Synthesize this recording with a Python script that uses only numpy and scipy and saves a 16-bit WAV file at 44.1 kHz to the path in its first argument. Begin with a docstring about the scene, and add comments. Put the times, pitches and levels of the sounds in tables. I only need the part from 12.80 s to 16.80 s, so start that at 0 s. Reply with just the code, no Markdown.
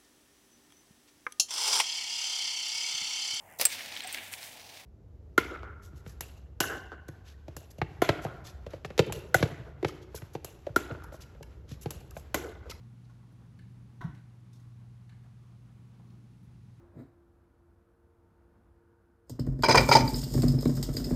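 """A quiet room, heard from a hand-held camera at a window screen. Throughout, an appliance hums
on the mains over low rumble, air and faint hiss. First the hand rubs on its grip, with a soft tap,
light ticks and clicks of hard plastic that ring briefly in the room. At 1.2 s something close by
is bumped: a hollow wooden knock, then a soft thump that rebounds. Afterwards a faint whirr swells
three times among more clicks and ticks, and the rubs and a tap return."""
import sys
import numpy as np
from scipy import signal
from scipy.fft import rfft, irfft, next_fast_len
from scipy.io import wavfile
from scipy.ndimage import map_coordinates

SR = 44100
rng = np.random.default_rng(int(sys.argv[2]) if len(sys.argv) > 2 else 0)


def generate_wav(signal):
    """Clip the signal to [-1, 1] and save it as 16-bit WAV at the path in sys.argv[1]."""
    frames = np.transpose(np.atleast_2d(signal))
    scaled = np.clip(frames, -1, 1) * 32767
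    pcm = np.round(scaled).astype(np.int16)
    wavfile.write(sys.argv[1], SR, pcm)


N = 176400


def amp(db):
    """Decibels to gain."""
    return 10 ** (np.asarray(db) / 20)


def unit_rms(x):
    """Scale to rms 1."""
    return x / np.sqrt(np.mean(x ** 2) + 1e-20)


def log_interp(points, hz):
    """Interpolate (freq_hz, value) points on a log frequency axis."""
    freq_hz, values = np.transpose(points)
    return np.interp(np.log(hz + 1), np.log(freq_hz + 1), values)


def wobble(rate_hz):
    """Smooth random curve with knots at rate_hz."""
    knots = rng.standard_normal(int(N * rate_hz / SR) + 4)
    return map_coordinates(knots, [np.arange(N) * rate_hz / SR])


def gain_curve(points):
    """Gain per sample from (time_s, level_db) points."""
    return amp(np.interp(np.arange(N) / SR, *np.transpose(points)))


def swells(rows):
    """Gain per sample of Gaussian swells."""
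    t = np.arange(N) / SR
    return sum(amp(db) * np.exp(-.5 * ((t - centre_s) / sigma_s) ** 2) for centre_s, sigma_s, db in rows)


def filtered(x, response):
    """Apply a zero-phase frequency response."""
    size = next_fast_len(N + SR // 2)
    return irfft(rfft(x, size) * response(np.fft.rfftfreq(size, 1 / SR)), size)[:N]


def noise(spectrum):
    """Coloured noise, rms 1."""
    return unit_rms(filtered(rng.standard_normal(N), lambda hz: amp(log_interp(spectrum, hz))))


def body_response(spectrum, size=4096):
    """Minimum-phase impulse response with this spectrum, energy 1."""
    cepstrum = irfft(np.log(amp(log_interp(spectrum, np.fft.rfftfreq(size, 1 / SR)))))
    cepstrum[1:size // 2] *= 2
    cepstrum[size // 2 + 1:] = 0
    response = irfft(np.exp(rfft(cepstrum)))
    return response / np.linalg.norm(response)


def add(track, start_s, sound):
    """Mix a sound in at start_s."""
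    part = track[round(start_s * SR):][:len(sound)]
    part += sound[:len(part)]


# freq_hz, t60_s
ROOM_DECAY = [(150, 0.66), (1000, 0.36), (2000, 0.6), (5000, 0.36), (14000, 0.3)]
def room_tail(build_s=0.0013):
    """Random room echo, energy 1; the top treble dies first."""
    hz, t, bins = signal.stft(rng.standard_normal(SR // 2), SR, nperseg=256)
    decay = amp(-60 * t / log_interp(ROOM_DECAY, hz)[:, None])
    tail = signal.istft(bins * decay * (1 - np.exp(-t / build_s)), SR, nperseg=256)[1]
    return tail / np.linalg.norm(tail)


def contacts(rows, spectrum, contact_s, room_db, clean_share=0, rise_s=0.00026):
    """Brief pushes, part clean blow and part grit, ring the body and then the room."""
    out, t = np.zeros(N), np.arange(SR // 20) / SR
    body = body_response(spectrum)
    for start_s, level_db, *_ in rows:
        grit = rng.standard_normal(len(t)) * np.exp(-t / contact_s) * (1 - np.exp(-t / rise_s))
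        push = np.sqrt(clean_share) * (t == 0) + np.sqrt(1 - clean_share) * grit / np.linalg.norm(grit)
        direct = signal.fftconvolve(push, body)
        echo = signal.fftconvolve(room_tail(), body)
        gain = amp(level_db) * np.sqrt(SR * .002)  # energy of 2 ms at level_db
        add(out, start_s, gain * direct / np.linalg.norm(direct))
        add(out, start_s, gain * amp(room_db) * echo)
    return out


def ringing(rows, modes, rise_s=0.00069):
    """Each blow excites the decaying modes of the struck part."""
    out, t = np.zeros(N), np.arange(SR // 2) / SR
    for start_s, _, ring_db in rows:
        tones = np.zeros(len(t))
        for hz, db, t60_s in modes:
            decay = amp(db + rng.normal(0, 1) - 60 * t / t60_s)
            tones += decay * np.sin(2 * np.pi * (hz * t + rng.random()))
        add(out, start_s, amp(ring_db) * tones * (1 - np.exp(-t / rise_s)))
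    return out


# freq_hz, rms_db
HUM_LINES = [(57.2, -69), (99.6, -65.5), (120.0, -53), (141.2, -74), (839.6, -89.5), (959.6, -91.5),
             (1109, -91), (1428.8, -94)]
def appliance_hum(waver_db=1.5, drift_rad=0.12):
    """Motor and mains lines, slightly unsteady in level and phase."""
    out, t = np.zeros(N), np.arange(N) / SR
    for hz, rms_db in HUM_LINES:
        peak = np.sqrt(2) * amp(rms_db + waver_db * wobble(2.5))
        phase_rad = 2 * np.pi * (hz * t + rng.random()) + drift_rad * wobble(4.5)
        out += peak * np.sin(phase_rad)
    return out


# freq_hz, density_db
LOW_RUMBLE_SPECTRUM = [(20, -32.5), (41, -20.5), (54, -6.5), (80, -4.5), (125, -4.5), (165, -1.8),
                       (215, -12), (260, -23), (520, -48.5), (1200, -62)]
UPPER_RUMBLE_SPECTRUM = [(90, -25), (170, 2.5), (210, 1.5), (260, -7), (350, -12), (520, -23),
                         (1200, -54.5)]
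# time_s, level_db
UPPER_RUMBLE_LEVELS = [(0, -63), (.6, -60.5), (1.7, -62.5), (2.3, -65), (2.8, -63), (3.3, -59), (4, -64)]
def rumble(low_db=-59.5, swing_db=2.3):
    """Two bands of low noise: the lower wavers, the upper drifts slowly in level."""
    low = amp(low_db + swing_db * wobble(4.2)) * noise(LOW_RUMBLE_SPECTRUM)
    upper = gain_curve(UPPER_RUMBLE_LEVELS) * noise(UPPER_RUMBLE_SPECTRUM)
    return low + upper


# freq_hz, density_db
AIR_SPECTRUM = [(300, -4), (550, 0.5), (750, 3.5), (950, 1.5), (1120, 2), (1300, 0), (1600, -4),
                (2300, -10), (5000, -32)]
# time_s, level_db
AIR_LEVELS = [(0, -73), (.22, -75), (.34, -73), (.5, -74.5), (1.84, -74.5), (2.35, -76), (2.64, -73.7),
              (2.9, -74.5), (3.2, -73.5), (3.45, -75.5), (4, -75)]
def air(flutter_db=1.54):
    """Midrange air noise that swells gently and flutters."""
    return gain_curve(AIR_LEVELS) * amp(flutter_db * wobble(25.2)) * noise(AIR_SPECTRUM)


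# freq_hz, density_db
HISS_SPECTRUM = [(500, -5.5), (2000, 1.5), (3600, -1), (4900, -3.5), (5700, -4.5), (6450, -4.5), (7000, -7),
                 (7700, -8.5), (11000, -8.5), (13500, -19), (15600, -29)]
def hiss(level_db=-77, swing_db=0.07):
    """Smooth microphone hiss."""
    return amp(level_db + swing_db * wobble(13)) * noise(HISS_SPECTRUM)


# centre_s, sigma_s, rms_db
RUB_SWELLS = [(0.037, 0.013, -77), (0.253, .015, -78), (.33, 0.028, -84), (3.14, 0.014, -83),
              (3.297, 0.052, -83)]
# freq_hz, density_db
RUB_SPECTRUM = [(1200, -13), (2700, -1), (4200, 3), (6000, -2), (8000, -17), (14000, -28)]
def grip_rubs(grain_db=5.0):
    """The hand shifts its grip: short, grainy swells of friction."""
    friction = amp(grain_db * wobble(150)) * noise(RUB_SPECTRUM)
    return swells(RUB_SWELLS) * unit_rms(friction)


# start_s, level_db, pitch_ratio
TAP_HITS = [(0.2949, -57.5, 0.97), (3.194, -59.5, 0.704)]
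# freq_hz, gain_db
TAP_BODY = [(400, -19), (720, -6.5), (900, -17), (1100, 1.5), (1270, -8.5), (1460, 2), (1700, -14.5),
            (4000, -32), (15000, -59)]
def soft_taps():
    """Dull taps, deeper or higher with the spot touched."""
    out = np.zeros(N)
    for start_s, level_db, pitch_ratio in TAP_HITS:
        body = [(hz * pitch_ratio, db) for hz, db in TAP_BODY]
        out += contacts([(start_s, level_db)], body, contact_s=0.005, room_db=-2.5, rise_s=0.0034)
    return out


# start_s, level_db, ring_db
TICK_HITS = [(.297, -75, -81), (1.7305, -63, -72), (1.755, -69, -77), (1.80, -71, -81)]
# freq_hz, gain_db
TICK_BODY = [(1500, -39), (3100, -12), (3650, -3), (4100, -6), (5300, -6), (5850, -7), (6450, -5.5),
             (7300, -9), (8300, -11), (10000, -12), (12000, -12), (15500, -29)]
# freq_hz, gain_db, t60_s
TICK_RING = [(5350, -2, .12), (5800, -6, 0.089), (6340, -1.5, 0.14)]
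def light_ticks():
    """Light contacts on a small part that rings in the treble."""
    return contacts(TICK_HITS, TICK_BODY, contact_s=0.0082, room_db=3) + ringing(TICK_HITS, TICK_RING)


# start_s, level_db
FINE_TICK_HITS = [(.519, -74), (3.630, -72.5), (3.648, -77)]
# freq_hz, gain_db
FINE_TICK_BODY = [(4000, -50), (8500, -16), (10500, 5), (12500, -4), (15500, -11)]
def fine_ticks():
    """Tiny, very high contacts with little echo."""
    return contacts(FINE_TICK_HITS, FINE_TICK_BODY, contact_s=.009, room_db=-9, rise_s=.003)


# start_s, level_db, ring_db
CLICK_HITS = [(.790, -58.5, -62), (.820, -68, -66), (1.349, -62.5, -69), (1.376, -66, -79),
              (2.2935, -58.5, -69.5), (2.3235, -68.5, -62), (2.436, -67, -77)]
# freq_hz, gain_db
PLASTIC_BODY = [(500, -42), (1350, -15.5), (1580, 0), (1740, -3.5), (1900, -13), (2150, -2.5),
                (2500, -15.5), (2900, -8), (3400, -16), (4350, -8), (5200, -28), (7000, -22.5),
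                (11000, -28), (15500, -51)]
# freq_hz, gain_db, t60_s
PLASTIC_MODES = [(1650, -8, 0.077), (1750, -1.5, 0.089)]
def plastic_clicks():
    """A hard plastic part clicks and rings briefly."""
    clicks = contacts(CLICK_HITS, PLASTIC_BODY, contact_s=0.0062, room_db=-1.1)
    return clicks + ringing(CLICK_HITS, PLASTIC_MODES)


# start_s, level_db, ring_db
KNOCK_HITS = [(1.2096, -44, -73), (1.2144, -38.5, -59), (1.2430, -52.5, -71)]
# start_s, level_db
SNAP_HITS = [(1.2112, -61), (1.237, -63), (1.345, -65.5)]
# freq_hz, gain_db
WOOD_BODY = [(200, -1.5), (320, 4.5), (400, -1), (530, -20.5), (690, 5.5), (830, -3), (950, 6.5),
             (1050, 5.5), (1210, -4.5), (1350, -1.5), (1515, 5), (1660, -7.5), (1930, -2), (2200, -15.5),
             (2450, -29), (2900, -17), (3850, -14.5), (4800, -30), (5600, -24), (7500, -36), (12000, -34),
             (15500, -46)]
EDGE_BODY = [(1000, -4), (2400, 12.5), (4400, -6), (5500, 7), (8500, -4), (11500, -2), (15500, -16)]
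# freq_hz, gain_db, t60_s
WOOD_MODES = [(714, 2, 0.2), (744, -1, 0.31), (922, -5, 0.34), (950, 3, 0.27), (983, .5, .38),
              (1113, 8, 0.25), (1560, -1, 0.23), (1593, -11, 0.37)]
def hollow_knock():
    """Hollow wood is struck and rings on; its hard edge snaps on landing and rebound."""
    blows = contacts(KNOCK_HITS, WOOD_BODY, contact_s=0.0046, room_db=0.5, clean_share=0.44)
    ring = ringing(KNOCK_HITS, WOOD_MODES)
    snaps = contacts(SNAP_HITS, EDGE_BODY, contact_s=0.0062, room_db=1.5, rise_s=.008)
    return blows + ring + snaps


# start_s, peak_db, pitch_hz
THUMP_HITS = [(1.241, -28, 158.7), (1.2705, -37, 151), (1.2863, -39, 128.5)]
# freq_hz, density_db
SHUDDER_SPECTRUM = [(30, -25), (66, 6), (100, -6.5), (128, 6.5), (185, -9.5), (250, -7.5), (320, -8),
                    (380, -20), (470, -25), (900, -52), (3000, -100)]
def soft_thump(rise_s=.012, sharpness=2.55, shudder_db=-44, shudder_t60_s=0.51, shudder_rise_s=0.0029):
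    """A padded blow swells and fades in a few low cycles, rebounds and shakes its surroundings."""
    out, t = np.zeros(N), np.arange(SR // 2) / SR
    envelope = (t / rise_s * np.exp(1 - t / rise_s)) ** sharpness
    for start_s, peak_db, pitch_hz in THUMP_HITS:
        add(out, start_s, -amp(peak_db) * envelope * np.sin(2 * np.pi * pitch_hz * t))
    shudder_gain = amp(shudder_db - 60 * t / shudder_t60_s) * (1 - np.exp(-t / shudder_rise_s))
    add(out, THUMP_HITS[0][0], shudder_gain * noise(SHUDDER_SPECTRUM)[:len(t)])
    return out


# centre_s, sigma_s, rms_db
WHIRR_SWELLS = [(1.85, .06, -76.5), (2.66, .05, -77), (3.3, .045, -75.5)]
# freq_hz, density_db
WHIRR_SPECTRUM = [(650, -23), (950, -8), (1115, 6), (1300, -5), (1800, -27)]
def whirr():
    """Faint, narrow midrange noise that comes and goes."""
    return swells(WHIRR_SWELLS) * noise(WHIRR_SPECTRUM)


def scene():
    """Small contacts, one bump and a whirr over the background, mono."""
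    background = appliance_hum() + rumble() + air() + hiss()
    small_contacts = grip_rubs() + soft_taps() + light_ticks() + fine_ticks() + plastic_clicks()
    bump = hollow_knock() + soft_thump()
    return (background + small_contacts + bump + whirr())[None]


def record(dry, cutoff_hz=15700):
    """Brick-wall low-pass at the camera's band limit."""
    return filtered(dry[0], lambda hz: hz < cutoff_hz)[None]


dry = scene()
out = record(dry)
generate_wav(out)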